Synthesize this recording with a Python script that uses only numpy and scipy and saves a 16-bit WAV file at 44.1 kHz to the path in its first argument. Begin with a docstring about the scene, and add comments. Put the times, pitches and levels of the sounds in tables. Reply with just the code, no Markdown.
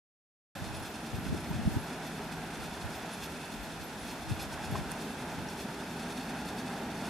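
"""Among bare trees, a small three-bladed wind turbine spins on a mast in a steady rush of wind.
Trailing edges swish; spots on the blades whistle and squeak, Doppler-shifted once a turn.
The generator hums and a hollow drone builds with the wind. Gusts buffet the microphone,
a few things tick and rustle nearby, and one faint, very short, high tick falls in pitch."""
import sys
import numpy as np
from scipy import signal
from scipy.fft import rfft, irfft
from scipy.io import wavfile
from scipy.ndimage import map_coordinates

SR = 44100
rng = np.random.default_rng(int(sys.argv[2]) if len(sys.argv) > 2 else 0)


def waveform_to_disk(signal):
    """Save audio, clipped to [-1, 1], as 16-bit WAV at the path in sys.argv[1]."""
    frames = np.transpose(np.atleast_2d(signal))
    scaled = np.clip(frames, -1, 1) * 32767
    samples = np.round(scaled).astype(np.int16)
    wavfile.write(sys.argv[1], SR, samples)


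N = 312669
T = np.arange(N) / SR
HZ = np.maximum(np.arange(N // 2 + 1) * SR / N, 1)

# Blades. Each row: place in turns, relative swish level in dB.
BLADES = [(0.0, 3), (0.333, 3), (0.669, 3)]
# Blade load. Each row: time in seconds, swish gain in dB.
BLADE_LOAD_DB = [(.55, 0), (2.2, -2), (3.2, 0.5), (3.85, -1.5), (4.5, -0.4), (5.85, -1.1), (6.15, 1.1),
                 (6.8, -3), (7.09, -1)]
# A blade cuts a gust. Each row: centre in seconds, boost in dB, length in seconds.
GUST_CUTS = [(.66, 2, 0.077), (.762, 1.5, .06), (0.867, 2, .07), (1.162, -0.5, .06), (1.28, 1.5, .07),
             (1.392, 5.5, 0.067), (1.73, 0, .09), (2.064, 3, .07), (2.325, 3.5, .07), (2.552, 2.5, .07),
             (2.642, 3.5, 0.15), (2.824, 2, .05), (2.946, 4.5, 0.081), (3.143, 3, .08), (3.24, 4.5, .13),
             (3.543, 1, .06), (3.988, 3.5, .05), (4.092, 8, 0.14), (4.312, 4.5, .06), (4.413, 6, 0.13),
             (4.54, 5, .06), (4.655, 6.5, 0.086), (4.775, 6.5, .09), (4.922, 4, .06), (5.012, 3.5, 0.074),
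             (5.5, 3, 0.079), (5.587, 4, .13), (6.1, 2.5, .14), (6.178, 5, 0.04), (6.288, 0.5, .07),
             (6.382, 1, .06), (6.488, 6.5, 0.048), (6.598, 3, .07), (6.724, 5.5, .06), (6.836, 1, .06),
             (6.94, 3, .06), (7.05, 6.5, 0.076)]
# Echo off a close surface, changing as the microphone tilts. Each row: time in seconds, lag in seconds.
ECHO_LAG_S = [(5.0, .001163), (6.3, .001143)]
# Strength of that echo. Each row: time in seconds, share of the direct sound.
ECHO_SHARE = [(.55, 0.45), (5.6, 0.36), (6.3, 0.56)]
# The swish turns hollow late on. Each row: time in seconds, share of added resonance.
HOLLOW_SHARE = [(5.6, 0.046), (6.2, 0.64), (7.09, 0.64)]
# Whistling spots, by name. Each row: place in turns, base pitch in Hz, base level in dB,
# rotor position in turns where it beams at the listener.
WHISTLE_SPOTS = {"high": (0.0, 12850, -79, .35), "late": (.19, 11450, -73, .7),
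                 "early": (.92, 11100, -74, .14), "low": (.07, 10250, -74, 0)}
# Whistles sharpen in stronger wind. Each row: time in seconds, pitch factor.
WHISTLE_PITCH_FACTOR = [(4.4, 1), (5.3, 1.02)]
# Squeaks. Each row: centre in seconds, level in dB, length in seconds, spot name.
SQUEAKS = [(.768, -59, .04, "late"), (.797, -63, .09, "high"), (.897, -66, .08, "high"),
           (1.078, -77, .08, "late"), (1.15, -71, .07, "high"), (1.265, -71, .14, "high"),
           (1.498, -64, .08, "high"), (1.728, -62, .04, "high"), (1.85, -61, .07, "high"),
           (2.095, -66, .07, "early"), (2.25, -65, .1, "high"), (2.61, -64, .03, "high"),
           (2.63, -62, .035, "low"), (2.702, -65, .05, "early"), (2.972, -66, .1, "high"),
           (3.138, -49, 0.039, "late"), (3.24, -67, .11, "high"), (3.26, -64, .07, "early"),
           (3.446, -67, 0.053, "late"), (3.55, -66, .09, "high"), (3.64, -62, .1, "high"),
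           (3.86, -57, 0.092, "early"), (4.024, -60, 0.088, "late"), (4.1, -67, .2, "high"),
           (4.352, -64, .05, "high"), (4.43, -47, 0.032, "low"), (4.718, -54, .05, "low"),
           (5.335, -69, .05, "high"), (6.133, -59, .05, "late"), (6.255, -63, .07, "high"),
           (6.487, -63, .06, "high")]
# Generator shaft. Each row: time in seconds, speed factor.
SHAFT_SPEED_FACTOR = [(.55, .988), (1.6, .987), (2.1, .997), (3.3, 1.003), (4.4, .99), (5.4, 1.01)]
# Hum. Each row: time in seconds, levels of harmonics 1, 2 and 3 in dB.
HUM_LEVELS_DB = [(.55, -66, -55.5, -62), (1.3, -54, -52.5, -64), (2.2, -49.5, -60, -73),
                 (3.1, -56, -57.5, -65), (3.8, -52, -59.5, -64), (4.35, -58, -52, -66),
                 (4.8, -51, -61, -63), (5.7, -56.5, -58, -67), (7.09, -53.5, -57, -68)]

# Level curves. Each row: time in seconds, level in dB.
WIND_DB = [(0.75, -46), (0.87, -45.5), (1.19, -46.5), (1.8, -44), (3.28, -44.5), (3.73, -47), (4.42, -45),
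           (4.7, -43), (5.82, -45), (7.05, -42.5)]
ROAR_OVER_RUSH_DB = [(.55, -1.5), (1.4, 2), (2.4, -0.5), (3.3, -0.5), (4.6, -1), (5.6, 2), (7.09, 2.5)]
DRONE_DB = [(3.9, -64), (4.7, -50.5), (5.5, -51), (6.05, -50.5), (6.8, -45.5), (7.09, -47)]
RUMBLE_DB = [(.55, -57), (2.0, -56.5), (2.5, -59), (3.2, -62), (4.4, -51), (5.1, -60), (6.0, -74),
             (7.09, -71)]
# Drone resonances. Each row: centre in Hz, width in Hz, relative level in dB.
DRONE_RESONANCES = [(238, 72, -2), (840, 150, -5)]
# Gusts on the microphone. Each row: centre in seconds, level in dB, length in seconds.
GUSTS = [(.68, -44.5, 0.73), (1.17, -41, 0.19), (1.32, -37, 0.25), (1.556, -39.5, 0.3), (1.713, -37, 0.34),
         (2.335, -54, 0.23), (2.627, -42.5, .16), (2.86, -46.5, 0.17), (3.815, -46.5, 0.12),
         (4.315, -36, 0.1), (4.418, -48.5, .7), (4.76, -39.5, 0.31), (5.392, -47, 0.29)]
# Hardest eddies. Each row: centre in seconds, level in dB, pitch in Hz, length in seconds, pan in dB.
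EDDIES = [(0.624, -32, 110, 0.029, 0), (1.143, -29, 85.5, 0.031, 9), (1.187, -33, 150, 0.018, 2),
          (1.267, -29, 129.6, 0.0092, -10), (1.303, -24.5, 150, 0.022, -3), (1.328, -24, 189, 0.016, 2),
          (1.347, -28.5, 330, 0.011, 4), (1.512, -27.5, 149, .03, 0), (1.56, -29.5, 139.7, 0.05, 4),
          (1.598, -31, 195, 0.037, 10), (1.665, -20.5, 125, .022, -5), (1.678, -21, 245, 0.035, 0),
          (1.679, -26, 350, 0.029, 0), (1.768, -21, 115, .026, 0), (1.77, -27.5, 290, .018, -3),
          (2.857, -33, 105, 0.049, -5), (4.319, -28, 118.5, 0.045, 12), (4.731, -30.5, 124.8, .047, 4),
          (4.792, -30.5, 140, .027, 1)]
# Close ticks. Each row: start in seconds, level in dB, pitch in Hz, T60 in seconds, pan in dB.
TICKS = [(4.575, -32, 1060, .015, -6), (4.7549, -26, 1060, .032, 3), (4.9177, -22.5, 9700, 0.003, -7.5)]
# Faint high tick. Each row: centre in seconds, peak in dB, mid pitch in Hz, length in seconds.
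HIGH_TICKS = [(5.489, -37.5, 5650, .0045)]
# Rustles. Each row: centre in seconds, level in dB, length in seconds.
RUSTLES = [(1.73, -54, .22), (5.05, -54.5, .35), (5.618, -51, .08)]

# Noise spectra. Each row: frequency in Hz, relative density in dB.
SWISH_SPECTRUM = [(900, -21), (1800, -1), (2100, -6.5), (2600, 8.5), (2900, -3.5), (3400, 5.5), (4400, 0.5),
                  (5200, 1), (5900, 0), (6500, -1.5), (6950, -2.5), (7700, -4), (8600, -4), (10000, -4.5),
                  (11800, -7.5), (12900, -15), (13400, -14), (15200, -24)]
ROAR_SPECTRUM = [(60, -7.5), (110, -8.5), (135, -5.5), (190, -0.5), (240, 1.5), (290, -3), (330, -10.5),
                 (365, -6), (410, -5.5), (500, -19.5), (700, -22)]
RUSH_SPECTRUM = [(250, -20.5), (420, -3), (520, -3.5), (650, 1.5), (830, 1.76), (960, -1), (1120, -8.5),
                 (1380, -2.5), (1620, -3), (1950, -9.5), (2500, -11.5), (4000, -22)]
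BUFFET_SPECTRUM = [(22, -26), (33, -11), (48, -3), (80, 6.5), (120, 3.5), (200, -6.5), (300, -15),
                   (600, -28)]
FLUTTER_SPECTRUM = [(120, -13), (215, 6), (280, -9), (390, -6), (520, -23)]
RUSTLE_SPECTRUM = [(2000, -1), (7000, -1), (10500, -2), (13000, -3), (15000, -18)]
RUMBLE_SPECTRUM = [(30, -7), (48, 5.5), (75, 3), (105, -1.5), (160, -25), (300, -27)]
HISS_SPECTRUM = [(150, -26), (300, -10), (700, -4), (920, -0.5), (1050, 6), (1200, 0), (2300, -0.5),
                 (5000, -5), (7800, -10), (9500, -11), (11500, -14), (12500, -11.5), (13500, -18.5),
                 (15200, -29)]


def swish(turns, level_db=-52.5, flutter_db=1.73, hollow_hz=4480, far_extra_s=.000215, far_share=.13):
    """Trailing-edge hiss, louder and choppier under load; two close echoes comb it."""
    load_db, = in_time(BLADE_LOAD_DB)
    lag_s, = in_time(ECHO_LAG_S)
    echo_share, = in_time(ECHO_SHARE)
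    hollow_share, = in_time(HOLLOW_SHARE)
    gust_db = sum(db * bump(s, length_s) for s, db, length_s in GUST_CUTS)
    beat_db = (1.2 + 0.14 * load_db) * blade_pulse(turns)
    direct = air_noise(SWISH_SPECTRUM, correlation=1)
    ring = signal.lfilter(*signal.iirpeak(hollow_hz, Q=29, fs=SR), direct)
    direct = direct + hollow_share * ring
    echoes = echo_share * delayed(direct, lag_s) + far_share * delayed(direct, lag_s + far_extra_s)
    edge_noise = rms_one(direct + echoes) * panned(pan_db=-1.2)
    return edge_noise * from_db(level_db + load_db + gust_db + beat_db + flutter_db * drift(68))


def blade_pulse(turns, sharpness=1.6):
    """Power swells as each blade approaches; zero mean, rms 1."""
    power = sum(from_db(db) ** 2 * np.exp(sharpness * (np.cos(2 * np.pi * (turns - place)) - 1))
                for place, db in BLADES)
    return rms_one(power - power.mean())


def whistles(turns, fade_db_per_s=.9, beaming_db=2.5, fitful_db=5.5, sputter_db=2.5):
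    """Fitful, fading edge tones, louder when beamed at the listener, breaking into squeaks."""
    out = 0
    for spot, (place, hz, level_db, beam_turns) in WHISTLE_SPOTS.items():
        aim_db = beaming_db * np.cos(2 * np.pi * (turns - beam_turns))
        simmer = from_db(level_db + fitful_db * drift(35) + aim_db - fade_db_per_s * T)
        squeaks = swells((s, db, length_s) for s, db, length_s, name in SQUEAKS if name == spot)
        sputter = from_db(sputter_db * drift(120))
        out += (simmer + squeaks * sputter) * edge_tone(turns, place, hz)
    return out


def edge_tone(turns, place, hz, width_hz=130, mach=.112):
    """Narrow noise band, Doppler-shifted up and down once a turn; rms 1."""
    approach = np.cos(2 * np.pi * (turns - place))
    pitch_factor, = in_time(WHISTLE_PITCH_FACTOR)
    phase = 2 * np.pi * np.cumsum(hz * pitch_factor * (1 + mach * approach)) / SR
    pole = np.exp(-2 * np.pi * width_hz / SR)
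    in_phase, quadrature = signal.lfilter([1], [1, -2 * pole, pole * pole], rng.standard_normal((2, N)))
    return rms_one(in_phase * np.cos(phase) + quadrature * np.sin(phase))


def generator(nominal_hz=161.3, waver=0.0019, flicker_db=1.3):
    """Three hum harmonics trade strength; their pitch follows the shaft speed."""
    speed, = in_time(SHAFT_SPEED_FACTOR)
    phase = 2 * np.pi * nominal_hz * np.cumsum(speed + waver * drift(9.6)) / SR
    return sum(np.sqrt(2) * from_db(db + flicker_db * drift(11)) * np.sin(k * phase)
               for k, db in enumerate(in_time(HUM_LEVELS_DB), 1))


def wind(flutter_db=0.85):
    """Low roar and broad rush, both following the wind speed."""
    wind_db, = in_time(WIND_DB)
    roar_db, = in_time(ROAR_OVER_RUSH_DB)
    roar = air_noise(ROAR_SPECTRUM, correlation=1) * from_db(wind_db + roar_db)
    rush = air_noise(RUSH_SPECTRUM, correlation=1) * from_db(wind_db + flutter_db * drift(24))
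    return roar + rush * panned(pan_db=-1.25)


def buffeting(lumpy_db=1.0, ragged=0.22, port_phase_rad=0.79, flutter_db=-4, port_low_hz=45):
    """Gusts hit the microphone ports, the strongest fluttering; an eddy is a few pressure swings."""
    strength = swells(GUSTS)
    flutter = air_noise(FLUTTER_SPECTRUM, correlation=0.4) * from_db(flutter_db)
    buffet = air_noise(BUFFET_SPECTRUM, correlation=0.05)
    pressure = (buffet + flutter * strength / strength.max()) * strength * from_db(lumpy_db * drift(32))
    eddy_time_s = np.cumsum(1 + ragged * drift(74.1)) / SR
    for s, db, hz, length_s, pan_db in EDDIES:
        phase = 2 * np.pi * (hz * eddy_time_s + rng.random()) + port_phase_rad * np.array([[1], [-1]])
        pressure += from_db(db) * bump(s, length_s) * np.sin(phase) * panned(pan_db)
    return signal.sosfilt(signal.butter(2, port_low_hz, "high", fs=SR, output="sos"), pressure)


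def drone():
    """Air noise in two broad resonances, swelling as the wind rises."""
    level_db, = in_time(DRONE_DB)
    white = rfft(rng.standard_normal(N))
    out = 0
    for hz, width_hz, db in DRONE_RESONANCES:
        band = irfft(white / (1 + ((HZ - hz) / width_hz) ** 2) ** 2, N)
        out += from_db(db) * rms_one(band)
    return from_db(level_db) * out


def ticks():
    """Each tick: one fast-dying resonance with grit around its pitch."""
    out = np.zeros((2, N))
    for s, db, hz, t60_s, pan_db in TICKS:
        age_s = np.clip(T - s, 0, 2 * t60_s)
        band = signal.butter(1, [hz / 1.4, hz * 1.4], "band", fs=SR, output="sos")
        grit = .5 * signal.sosfilt(band, rng.standard_normal((2, N)))
        lead_s = 3e-6 * pan_db * np.array([[1], [-1]])   # nearer microphone leads
        ring = np.sin(2 * np.pi * hz * (age_s + lead_s))
        decay = (T > s) * from_db(db - 60 * age_s / t60_s)
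        out += decay * (ring + grit) * panned(pan_db)
    return out


def high_tick(fall_hz_per_s=150000):
    """One faint, very short, high tick that falls in pitch."""
    out = 0
    for s, db, hz, length_s in HIGH_TICKS:
        phase = 2 * np.pi * (T - s) * (hz - .5 * fall_hz_per_s * (T - s))
        out += from_db(db) * bump(s, length_s) * np.sin(phase)
    return out


def rustles():
    """Brief soft hiss, different at each microphone port."""
    return air_noise(RUSTLE_SPECTRUM, correlation=0) * swells(RUSTLES)


def rumble(lumpy_db=3.0):
    """Light air brushes the microphone ports throughout."""
    level_db, = in_time(RUMBLE_DB)
    return air_noise(RUMBLE_SPECTRUM, correlation=0.2) * from_db(level_db + lumpy_db * drift(8.9))


def hiss(level_db=-51.0):
    """Even noise bed; the microphone's housing rings near 1050 Hz."""
    return from_db(level_db) * air_noise(HISS_SPECTRUM, correlation=0)


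def air_noise(spectrum, correlation):
    """Stereo noise of given spectrum and left-right correlation; rms 1."""
    mid, side = rfft(rng.standard_normal((2, N)))
    pair = np.sqrt(1 + correlation) * mid + np.sqrt(1 - correlation) * side * [[1], [-1]]
    hz, db = np.transpose(spectrum)
    shape = from_db(np.interp(np.log(HZ), np.log(hz), db))
    skirts = np.minimum(1, np.minimum(HZ / hz[0], hz[-1] / HZ)) ** 2
    return rms_one(irfft(pair * shape * skirts, N))


def drift(rate_hz):
    """Low-passed random wander; rms 1."""
    return rms_one(irfft(rfft(rng.standard_normal(N)) / (1 + (HZ / rate_hz) ** 2) ** 2, N))


def bump(centre_s, length_s):
    """Smooth swell of height 1."""
    return np.cos(np.pi * np.clip((T - centre_s) / length_s, -.5, .5)) ** 2


def swells(rows):
    """Gain curve of summed bumps."""
    return sum(from_db(db) * bump(s, length_s) for s, db, length_s in rows)


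def in_time(rows):
    """Each value column of a curve at every sample."""
    s, *columns = np.transpose(rows)
    return [np.interp(T, s, column) for column in columns]


def delayed(x, lag_s):
    """Both channels, later by a varying lag."""
    return np.array([map_coordinates(side, [(T - lag_s) * SR], order=3) for side in x])


def panned(pan_db):
    """Left and right gains; positive is left."""
    return from_db(np.array([[.5], [-.5]]) * pan_db)


def from_db(db):
    """Decibels to gain."""
    return 10 ** (np.asarray(db) / 20)


def rms_one(x):
    """Scale to unit power."""
    return x / np.sqrt(np.mean(x ** 2) + 1e-20)


def scene(turns_per_s=3.372, first_blade_approach_s=.568):
    """Turbine, wind and small sounds in open air."""
    turns = turns_per_s * (T - first_blade_approach_s)
    turbine = swish(turns) + whistles(turns) + generator()
    air = drone() + wind() + hiss() + rumble() + buffeting()
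    return turbine + air + ticks() + high_tick() + rustles()


def record(dry, start_s=.551, fade_in_s=.003, stopband_hz=16200):
    """The microphone opens after a short silence; the top is cut."""
    opened = np.clip((T - start_s) / fade_in_s, 0, 1)
    lowpass = signal.cheby2(16, 60, stopband_hz, fs=SR, output="sos")
    return signal.sosfilt(lowpass, dry * opened + 1e-18)


dry = scene()
out = record(dry)
waveform_to_disk(out)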